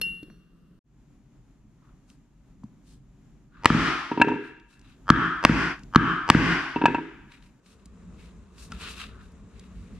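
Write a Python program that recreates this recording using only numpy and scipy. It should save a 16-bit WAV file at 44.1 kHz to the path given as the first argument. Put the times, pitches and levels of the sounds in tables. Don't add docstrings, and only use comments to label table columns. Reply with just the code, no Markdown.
import sys
import numpy as np
from scipy import signal
from scipy.fft import rfft, irfft, next_fast_len
from scipy.io import wavfile

SR = 44100
rng = np.random.default_rng(int(sys.argv[2]) if len(sys.argv) > 2 else 0)


def persist_wave(psi):
    counts = np.round(np.clip(psi, -1, 1) * 32767).astype(np.int16)
    wavfile.write(sys.argv[1], SR, np.atleast_2d(counts).T)


N = 440551
SIZE = next_fast_len(N + SR)

CRACK_HZ, CRACK_T60_S, GRIT_UNDER_CRACK_DB = 3204, 0.016, -10.5
KNOCK_T60_S, KNOCK_RISE_PER_S = 0.0071, 17
KNOCK_UPPER_RATIO, KNOCK_UPPER_DB = 1.326, -7.5
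KNOCK_TOP_RATIO, KNOCK_TOP_DB = 2.5, -20
SEATING_S, THUMP_LAG_S = .0004, .003
TICK_SPACING_S, TICK_STEP_DB = .010667, -13.5
# stump thump level/dB, crack level/dB, last tick before it level/dB, board slap level/dB;
# deepest stump mode against its usual level/dB, slap centre f/Hz
BLOWS = [(3.656, 11, 1165, -25, 22, -34, 0, 0, 4405), (3.701, 9.5, 1237, -11, 3.5, -27, -6.5, -0.5, 2000),
         (3.745, -6.5, 1290, 1, 7.5, -27, -11.5, 2, 2000), (5.101, 10, 1220, -14, 4, -17, -12, -7.5, 2500),
         (5.16, -6.5, 1390, -16, -11.5, -22, -3.5, -6.5, 1600),
         (5.449, 11, 1045, -17.5, 18.5, -27, -9, 0, 2600), (5.493, 1, 1395, -3.5, -1.5, -23.5, -7, 0, 2000),
         (5.958, 11, 1176, -13.5, 2.5, -20, -11.5, -8.5, 2400),
         (6.2997, 14, 1114, -15, 19.5, -29.5, -5.5, -6.5, 2600),
         (6.347, 7.5, 1450, -4.5, -2, -20, -8, -4.5, 1700)]
# f/Hz, level/dB, t60/s
STUMP_MODES = [(59.47, -14, 0.46), (146, -23.5, 0.068), (173.2, -10, 0.18), (223.9, 2, 0.061),
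               (268, -4.5, 0.069), (310, -17, 0.13)]
# f/Hz, level/dB, t60/s
SHANK_RINGS = [(2700, -30, 0.0015), (4650, -20.5, 0.002)]
# f/Hz, level against the crack/dB, t60/s
TICK_HUM = (930, -27, 0.08)


def blows():
    length = 2000
    t = np.arange(length) / SR
    hits, close, ticks = np.zeros((3, N))
    swell = (1 - np.exp(-t / 0.0017)) ** 2
    touch = np.eye(1, length, 30)[0]
    click = soft(soft(touch, CRACK_HZ), CRACK_HZ)
    for hz, level_db, t60 in SHANK_RINGS:
        click = click + from_db(level_db) * ring(touch, hz, t60)
    hum_hz, hum_db, hum_t60 = TICK_HUM
    hum = from_db(hum_db) * ring(touch, hum_hz, hum_t60)
    warped = t + KNOCK_RISE_PER_S * t ** 2 / 2

    for s, force_db, hz, _, crack_db, tick_db, *_ in BLOWS:
        phase = 2 * np.pi * hz * warped
        partials = np.sin(phase) - from_db(KNOCK_UPPER_DB) * np.sin(KNOCK_UPPER_RATIO * phase)
        partials = partials + from_db(KNOCK_TOP_DB) * np.sin(KNOCK_TOP_RATIO * phase)
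        knock = 5.7 * swell * partials * from_db(-60 * t / KNOCK_T60_S)
        force = from_db(force_db)
        pulse = force * (knock + from_db(crack_db) * click)

        grit_db = crack_db + GRIT_UNDER_CRACK_DB - 60 * t / CRACK_T60_S
        grit = swell * rng.standard_normal(length) * from_db(grit_db)
        crush = force * soft(soft(grit, CRACK_HZ), 0.72 * CRACK_HZ)

        at = round((s + SEATING_S) * SR)
        hits[at:at + length] += pulse
        close[at:at + length] += crush
        tick = pulse + crush + force * from_db(crack_db) * hum
        for k in range(4):
            early = at - round((k + 1) * TICK_SPACING_S * SR)
            ticks[early:early + length] += tick * from_db(tick_db + k * TICK_STEP_DB)

    s, force_db, _, thump_db, _, _, slap_db, deep_db, slap_hz = np.transpose(BLOWS)
    thump = strike(s + THUMP_LAG_S, force_db + thump_db, STUMP_MODES[1:])
    thump = thump + strike(s + THUMP_LAG_S, force_db + thump_db + deep_db, STUMP_MODES[:1])
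    slap = broad_clicks(s, force_db + slap_db, slap_hz)
    return hits + soft(thump, contact_hz=587.4), close, ticks, slap


STUMP_UNDER_MAUL_DB = -12
MAUL_SPREAD_DB = 3.5
CHATTER_S, CHATTER_DB = .0052, -4.5
CAP_DB, CAP_FOLLOWS = 6, 1.58
RATTLE_PER_S, RATTLE_DB = 90, 3
WOOD_DB, WOOD_HZ, WOOD_T60_S = -0.5, 1300, .05
WOOD_ROOM_DB, WOOD_ROOM_HZ = 0, 1990
# t/s, handle level/dB, head level/dB,
# upper head modes against the head level/dB, top modes against those level/dB
ROCKING = [(4.115, -22, -30.5, -5.5, -2.5), (4.175, -24.5, -26.5, -5.5, -0.5), (4.199, -14.5, -29, -3.5, 2),
           (4.215, -20.5, -16.5, 5.5, 0.5), (4.245, -17.5, -30.5, 6.5, -8), (4.272, -20.5, -40, 3, -6),
           (4.2842, -36, -25.5, 2, -5), (4.301, -25, -37, -0.5, -7), (4.317, -25.5, -36, -3.5, -3),
           (4.336, -29.5, -38, -0.5, -7), (4.357, -30.5, -42, -0.5, -7), (6.76, -18.5, -30, -4.5, 3.5),
           (6.815, -23, -26.5, -5, 0), (6.838, -17.5, -32.5, -0.5, -4.5), (6.856, -23, -15, 5, -2),
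           (6.881, -18, -31, 1.5, -2), (6.897, -31, -29.5, -3, -3.5), (6.946, -25.5, -25, 1, -3.5),
           (6.983, -29.5, -35.5, -3.5, -8)]
# f/Hz, level/dB, t60/s
MAUL_MODES = [(239.4, -22.5, 0.018), (300, 0, 0.045), (323, 2, 0.036), (406.3, -4, 0.072),
              (790, -21.5, 0.04), (914, -2, 0.07), (942, -1, 0.09), (1210, -12.5, .03), (1350, -8.5, 0.038),
              (1613, 0, 0.037), (1704, -3, 0.038), (1780, -7, 0.019), (2283, -6.5, 0.021),
              (2560, -4.5, 0.057), (2680, 0, 0.035), (2770, -4, 0.017), (2950, -5.5, .02),
              (3650, -5.5, .009), (4120, -7, 0.011)]


def maul_laid_down():
    s, handle_db, head_db, upper_db, top_db = np.transpose(ROCKING)
    shaft = strike(s, handle_db, MAUL_MODES[:4], spread_db=MAUL_SPREAD_DB)
    stump = strike(s, handle_db + STUMP_UNDER_MAUL_DB, STUMP_MODES, opposed=True)
    handle = soft(soft(shaft, contact_hz=450, bass_hz=152) + stump, contact_hz=513, bass_hz=90)

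    twice, force_db = np.r_[s, s + CHATTER_S], np.r_[head_db, head_db + CHATTER_DB]
    upper_force_db = force_db + np.tile(upper_db, 2)
    top_force_db = force_db + np.tile(upper_db + top_db, 2)
    lower = strike(twice, force_db, MAUL_MODES[4:7], spread_db=MAUL_SPREAD_DB)
    upper = strike(twice, upper_force_db, MAUL_MODES[7:12], opposed=True, spread_db=MAUL_SPREAD_DB)
    top = strike(twice, top_force_db, MAUL_MODES[12:], opposed=True, spread_db=MAUL_SPREAD_DB)
    rasp = scuffs(s, head_db + WOOD_DB, np.full(len(s), WOOD_HZ), WOOD_T60_S)
    head = soft(lower + upper + top + rasp, contact_hz=2520) * flicker(RATTLE_PER_S, RATTLE_DB)

    cap_db = CAP_DB + CAP_FOLLOWS * (head_db + upper_db)
    cap = scuffs(s, cap_db, np.full(len(s), 3500.), t60=0.025)
    wood = broad_clicks(s, head_db + upper_db + WOOD_ROOM_DB, np.full(len(s), WOOD_ROOM_HZ))
    return handle, head, cap, wood


IRON_DAMPED_DB = -5
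# t/s, level/dB
CLINKS = [(.0143, -29), (.228, -60)]
# f/Hz, level/dB, t60/s
IRON_MODES = [(2762, 9, .42), (4296, -2, .07), (4305, -30, .5), (5278, -16, .16), (5775, -16, .04),
              (5790, -33, .45), (10120, -18, .6), (11390, 5, .03), (12600, 0, .03), (13880, -21, .6)]
# f/Hz, level/dB, t60/s
IRON_SWELL = [(2762, 7, .14)]
# t/s, level/dB
RETOUCH = (.299, -41)


def iron_clinks():
    s, level_db = np.transpose(CLINKS)
    upper = strike(s, level_db, IRON_MODES[1:], spread_db=0)
    touched = strike(RETOUCH[:1], RETOUCH[1], IRON_MODES[2:6:3])
    lowest = strike(s, level_db, IRON_MODES[:1], spread_db=0) - strike(s, level_db, IRON_SWELL, spread_db=0)
    damping_db, = in_time([(s[1] - .02, 0), (s[1] + 0.022, IRON_DAMPED_DB)])
    return upper + touched + lowest * from_db(damping_db)


TAP_T60_S = 0.013
# t/s, grit level/dB, thud level/dB, grit centre f/Hz
TAPS = [(0.015, -7, -78, 3000), (0.23, -28.5, -58, 2470), (0.299, -27, -61, 1000), (2.1, -32.5, -57, 3990),
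        (2.637, -38.5, -43.5, 4420), (4.598, -31.5, -66, 2250), (4.793, -35.5, -68.5, 4900),
        (4.813, -39, -63, 4220), (4.902, -46, -77, 4080), (5.792, -32, -57, 3800), (5.833, -30, -53, 3740),
        (7.319, -22, -90, 2230), (7.4234, -31.5, -83, 2330), (7.66, -33, -79, 2450),
        (7.856, -29, -54, 6000), (8.581, -28, -80, 2540), (8.7189, -14, -48, 3040), (9.085, -52, -56, 2636),
        (9.318, -42.5, -80, 6570), (9.5945, -28.5, -81.5, 4910)]
# f/Hz, level/dB, t60/s
THUD_MODES = [(61, -3, 0.12), (130, 0, .12), (213, 8, 0.11), (284, 2, 0.05)]
# t/s, level/dB, f/Hz, t60/s
TOOL_KNOCKS = [(.013, -41, 445, 0.036), (.066, -45, 350, 0.027), (0.229, -32, 298, 0.042),
               (0.283, -42, 344, 0.034), (2.635, -43.5, 990, 0.013), (8.713, -44, 1400, 0.011),
               (8.7205, -34.5, 1346, .02), (8.724, -35, 1330, 0.037)]


def hands_and_tools():
    s, grit_db, thud_db, grit_hz = np.transpose(TAPS)
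    grit = scuffs(s, grit_db, grit_hz, TAP_T60_S)
    thuds = soft(strike(s, thud_db, THUD_MODES, opposed=True), contact_hz=500)
    knocks = np.zeros(N)
    for at, level_db, hz, t60 in TOOL_KNOCKS:
        knocks += soft(strike([at], level_db, [(hz, 0, t60)]), 2 * hz)
    return grit + thuds + knocks


STROKE_RISE_DB_S, STROKE_FALL_DB_S = 482.5, 277
SHEET_RING_WIDTH = 0.19
GRAINS_PER_S, GRAIN_DB = 240, 2
# full from t/s, held t/s, level/dB, hiss against it level/dB,
# moving ring f/Hz, ring against the stroke level/dB
STROKES = [(1.83, 0.068, -84.5, -14, 1200, 15), (2.095, 0.022, -76.5, 5, 1200, 0),
           (2.875, 0.06, -76.5, 8.5, 3500, 1), (3.551, 0.11, -71, -32, 1345, 12.5),
           (4.445, 0.029, -63, -8, 1600, 8.5), (4.712, 0.029, -68, -1.5, 2530, -24),
           (4.852, 0.074, -65, -11, 1320, -11), (7.325, 0.021, -61, -7, 2300, -1),
           (7.432, 0.034, -72.5, -1, 2330, -1), (7.666, 0.06, -68, 0.5, 2395, -14),
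           (7.8, 2.2, -77, -6, 1080, 1.5), (8.191, 0.076, -68, -4, 2260, 1),
           (8.601, 0.033, -59.5, 5.5, 1296, -17), (8.74, 0.0061, -58, -4, 1375, -4),
           (8.818, 0.086, -44.5, -7, 2700, -9), (8.97, 0.045, -54, -4, 1280, -24),
           (9.007, 0.02, -45.5, -12.5, 2680, -7), (9.09, 0.13, -76, -23, 1350, 16.5),
           (9.23, 0.029, -77, 4.5, 2520, -11.5), (9.56, 0.1, -71, -7, 2100, 0),
           (9.75, .3, -75.5, -3, 2100, 2.5)]
# f/Hz, level per Hz/dB
RUB_BODY = [(350, -54.5), (600, -22), (900, -12), (1150, -3), (1480, -3), (1900, -9), (2300, -6), (2640, 1),
            (3000, -5), (3450, -6), (3830, -2), (4400, -11), (5000, -13), (6500, -35), (11000, -90)]
# f/Hz, level per Hz/dB
RUB_HISS = [(2350, -33), (4000, -1), (6480, -3), (8940, -3.5), (10800, -10), (12400, -14.5), (15500, -30.5)]


def rubbing():
    body, hiss, rings = np.zeros(N), np.zeros(N), np.zeros((2, N))
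    grains = flicker(GRAINS_PER_S, GRAIN_DB)
    white = grains * diffuse_noise([(1, 0), (2, 0)])
    for s, held, level_db, hiss_db, ring_hz, ring_db in STROKES:
        near = slice(int((s - .3) * SR), min(N, int((s + held + .4) * SR)))
        t = np.arange(N)[near] / SR
        slopes_db = np.minimum(STROKE_RISE_DB_S * (t - s), STROKE_FALL_DB_S * (s + held - t))
        stroke = from_db(level_db + np.minimum(0, slopes_db))
        body[near] += stroke
        hiss[near] += stroke * from_db(hiss_db)
        edges = ring_hz * (1 + SHEET_RING_WIDTH) ** np.array([-1, 1])
        band = signal.butter(2, edges, "band", fs=SR, output="sos")
        rings[:, near] += stroke * from_db(ring_db) * rms_one(signal.sosfilt(band, white[:, near]))
    body = body * grains * flicker(52, depth_db=0.5) * diffuse_noise(RUB_BODY)
    hiss = hiss * np.sqrt(grains) * flicker(39, depth_db=1.5) * diffuse_noise(RUB_HISS)
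    return body + rings + hiss


ROOM_BUILD_S = 0.01
# f/Hz, level/dB, t60/s
ROOM = [(61, -22, 0.35), (100, -24, .45), (150, -15.5, 0.41), (227, -24.5, 0.31), (332, -21.5, 0.7),
        (440, -20.5, 0.54), (634, -32.5, 0.75), (820, -26, 0.9), (1065, -30, 0.97), (1410, -21, 0.95),
        (2160, -21, 0.86), (2580, -24, 0.94), (3750, -24.5, 0.94), (4970, -36, 0.97), (5700, -29, 0.93),
        (7000, -28, 0.73), (10000, -33, 1), (13800, -36.5, 0.18)]


def room(x, other):
    t, echo = np.arange(SR) / SR, 0
    edges = 40 * 2 ** np.arange(0, 9, 1 / 3)
    white = diffuse_noise([(1, 0), (2, 0)])[:, :4 * SR].reshape(2, 2, 2, SR)
    for k, (low, high) in enumerate(zip(edges, edges[1:])):
        hz = np.sqrt(low * high)
        third = signal.butter(2, [low, high], "band", fs=SR, output="sos")
        decay_db = at_hz(ROOM, hz) - 15.5 - 60 * t / at_hz(ROOM, hz, column=2)
        echo = echo + signal.sosfilt(third, white[:, :, k % 2]) * from_db(decay_db)
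    echo = echo * (1 - np.exp(-(t / ROOM_BUILD_S) ** 2))
    spectra = rfft(np.array([x, other]), SIZE) * rfft(echo, SIZE)
    return irfft(spectra.sum(axis=1), SIZE)[:, :N]


SNAP_BACK_S = .04
# from t/s, extreme at t/s, depth level/dB
TAIL_BENDS = [(4.524, 4.713, -5), (5.715, 5.912, -40.5), (6.998, 7.595, 0.5)]


def tail_gain():
    t, gain_db = np.arange(N) / SR, 0
    for s, extreme, depth_db in TAIL_BENDS:
        gain_db = gain_db + np.interp(t, [s, extreme, extreme + SNAP_BACK_S], [0, depth_db, 0])
    return from_db(gain_db)


LUMPY_BELOW_HZ = 250
# f/Hz, level per Hz/dB
RUMBLE = [
    [(12, -52), (20, -19), (32, -10), (53, -10), (100, -26), (174, -5), (229, -20.5), (347, -23),
     (409, -26), (865, -43.5), (1210, -32.5), (2410, -50), (2850, -41), (3270, -47), (15000, -58.5)],
    [(12, -42.5), (20, -14.5), (49, -1), (76, -20), (132, -7.5), (155, -12), (302, -17.5), (337, -27),
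     (387, -22), (421, -31), (1050, -34.5), (4950, -49), (7300, -42.5), (7930, -53.5), (10500, -54),
     (15000, -63)],
    [(12, -35), (20, -19), (54, 8.5), (139, -10), (178, 1.5), (302, -17), (445, -12), (484, -18.5),
     (713, -23.5), (796, -27.5), (1110, -21.5), (3550, -41), (4310, -46), (7100, -34.5), (15000, -69)],
]
# t/s, level/dB
RUMBLE_LEVEL = [
    [(0, -52), (.4, -58.5), (.79, -59.5)],
    [(.84, -59), (3.4, -57.5), (4.68, -62.5), (4.9, -55.5), (6.0, -50.5), (7.2, -55.5), (7.6, -57.5)],
    [(7.6, -60.5), (8.0, -50.5), (8.5, -52.5), (8.8, -44.5), (9.26, -51), (9.99, -49)],
]


def rumble():
    steady = np.zeros((2, N))
    for level, colour in zip(RUMBLE_LEVEL, RUMBLE):
        level_db, = in_time(level, -200)
        steady += from_db(level_db) * diffuse_noise(colour)
    bass = signal.sosfilt(signal.butter(4, LUMPY_BELOW_HZ, fs=SR, output="sos"), steady)
    upper = signal.sosfilt(signal.butter(4, LUMPY_BELOW_HZ, "high", fs=SR, output="sos"), steady)
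    return bass * flicker(16, depth_db=3.0) + upper * flicker(14, depth_db=1.6)


def from_db(db):
    return 10 ** (np.asarray(db) / 20)


def rms_one(x):
    return x / np.sqrt(np.mean(x ** 2) + 1e-20)


def in_time(rows, outside=None):
    s, *columns = np.transpose(rows)
    return [np.interp(np.arange(N) / SR, s, c, outside, outside) for c in columns]


def at_hz(points, hz, column=1):
    points = np.array(points)
    return np.interp(np.log(hz + 1e-3), np.log(points[:, 0]), points[:, column])


def ring(clicks, hz, t60):
    r, w = from_db(-60 / (t60 * SR)), 2 * np.pi * hz / SR
    return signal.lfilter([0, np.sin(w)], [1, -2 * r * np.cos(w), r * r], clicks + 1e-18)


MODE_SPREAD_DB = 1.5


def strike(times, levels_db, modes, opposed=False, spread_db=MODE_SPREAD_DB):
    out, luck = np.zeros(N), rng.normal(0, 1, (len(times), len(modes)))
    at = np.round(np.asarray(times) * SR).astype(int)
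    heard = slice(at.min(), at.max() + SR)
    for k, (hz, level_db, t60) in enumerate(modes):
        clicks = np.zeros(N)
        clicks[at] = from_db(levels_db + level_db + spread_db * luck[:, k])
        sign = (-1) ** (k * opposed)
        out[heard] += sign * ring(clicks[heard], hz, t60)
    return out


def soft(x, contact_hz, bass_hz=45):
    x = signal.sosfilt(signal.butter(2, contact_hz, fs=SR, output="sos"), x)
    return signal.sosfilt(signal.butter(2, bass_hz, "high", fs=SR, output="sos"), x)


GRIT_RISE_S = 0.005


def scuffs(times, levels_db, centres_hz, t60):
    length = 3000
    out, t = np.zeros(N), np.arange(length) / SR
    rise = 1 - np.exp(-t / GRIT_RISE_S)
    for s, level_db, hz in zip(times, levels_db, centres_hz):
        band = signal.butter(2, [hz / 1.8, min(hz * 1.8, SR * .45)], "band", fs=SR)
        grit = signal.lfilter(*band, rng.standard_normal(length))
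        at = round(s * SR)
        out[at:at + length] += grit * from_db(level_db - 60 * t / t60) * rise
    return out


def broad_clicks(times, levels_db, centres_hz):
    out = np.zeros(N)
    for s, level_db, hz in zip(times, levels_db, centres_hz):
        at = round(s * SR)
        band = signal.butter(2, [hz / 2.0, hz * 1.233], "band", fs=SR)
        impulse = np.eye(1, 1000)[0] * SR / hz / 2
        out[at:at + 1000] += from_db(level_db) * signal.lfilter(*band, impulse)
    return out


# f/Hz, left-right correlation
LIKENESS = [(60, 0.93), (180, 0.94), (550, 0.78), (1650, 0.79), (4970, 0.25), (15000, 0.01)]


def diffuse_noise(spectrum):
    hz = np.fft.rfftfreq(SIZE, 1 / SR)
    mid, side = rfft(rng.standard_normal((2, SIZE)))
    alike = np.clip(at_hz(LIKENESS, hz), 0, 1)
    pair = np.sqrt(1 + alike) * mid + np.sqrt(1 - alike) * side * [[1], [-1]]
    return rms_one(irfft(pair * from_db(at_hz(spectrum, hz)), SIZE)[:, :N])


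def flicker(rate, depth_db):
    knots = rng.standard_normal(N // 64)
    return from_db(depth_db * np.interp(np.arange(N) / SR * rate, np.arange(len(knots)), knots))


TICK_ROOM_DB, HANDLE_ROOM_DB, HEAD_ROOM_DB = 10, 1, -12.5
CAP_ROOM_DB, HANDS_ROOM_DB, IRON_ROOM_DB = -8, -6, -18


def scene():
    hits, close, ticks, slap = blows()
    handle, head, cap, wood = maul_laid_down()
    iron, hands = iron_clinks(), hands_and_tools()
    to_walls = hits + from_db(TICK_ROOM_DB) * ticks + from_db(HANDLE_ROOM_DB) * handle
    to_walls = to_walls + from_db(HEAD_ROOM_DB) * head + from_db(CAP_ROOM_DB) * cap
    to_walls = to_walls + from_db(HANDS_ROOM_DB) * hands + from_db(IRON_ROOM_DB) * iron
    echoes = room(to_walls, slap + wood)
    direct = hits + close + ticks + handle + head + cap + iron + hands
    return direct + tail_gain() * echoes + rubbing() + rumble()


CUT_S, SILENCE_S, FADE_IN_S = .789, .048, .09


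def cut_gain():
    back = CUT_S + SILENCE_S
    return np.interp(np.arange(N) / SR, [CUT_S, CUT_S + .003, back, back + FADE_IN_S], [1, .002, .002, 1])


PORT_LAG_S = 36e-6
LIMIT_DB, LIMIT_SHARE = -6.5, 0.86
RELEASE_DB_S, ATTACK_S, LOOK_AHEAD_S, MAKE_UP_DB = 106.5, 0.0069, 0.0016, 2
CUTOFF_HZ = 15900
# f/Hz, left minus right level/dB
PORT_BALANCE = [(60, 1), (150, 0.5), (380, 0), (950, 0.5), (2380, 3.5), (5980, 1.5), (15000, -1.5)]


def record(dry):
    hz = np.fft.rfftfreq(SIZE, 1 / SR)
    half = from_db(at_hz(PORT_BALANCE, hz) / 2) * np.exp(-1j * np.pi * hz * PORT_LAG_S)
    x = irfft(rfft(dry, SIZE) * [half, 1 / half], SIZE)[:, :N]

    ramp = RELEASE_DB_S * np.arange(N) / SR
    peak_db = 20 * np.log10(np.abs(x).max(axis=0) + 1e-9)
    held_db = np.maximum.accumulate(peak_db + ramp) - ramp
    excess_db = LIMIT_SHARE * np.maximum(held_db - LIMIT_DB, 0)
    r = np.exp(-1 / (ATTACK_S * SR))
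    reduction_db = signal.lfilter([1 - r], [1, -r], excess_db)
    reduction_db = np.interp(np.arange(N) + LOOK_AHEAD_S * SR, np.arange(N), reduction_db)

    x = np.clip(x * cut_gain() * from_db(MAKE_UP_DB - reduction_db), -.94, .94)
    top_cut = signal.cheby2(12, 70, CUTOFF_HZ + 600, fs=SR, output="sos")
    x = np.clip(signal.sosfilt(top_cut, x), -.94, .94)
    return signal.sosfilt(top_cut, x)


dry = scene()
out = record(dry)
persist_wave(out)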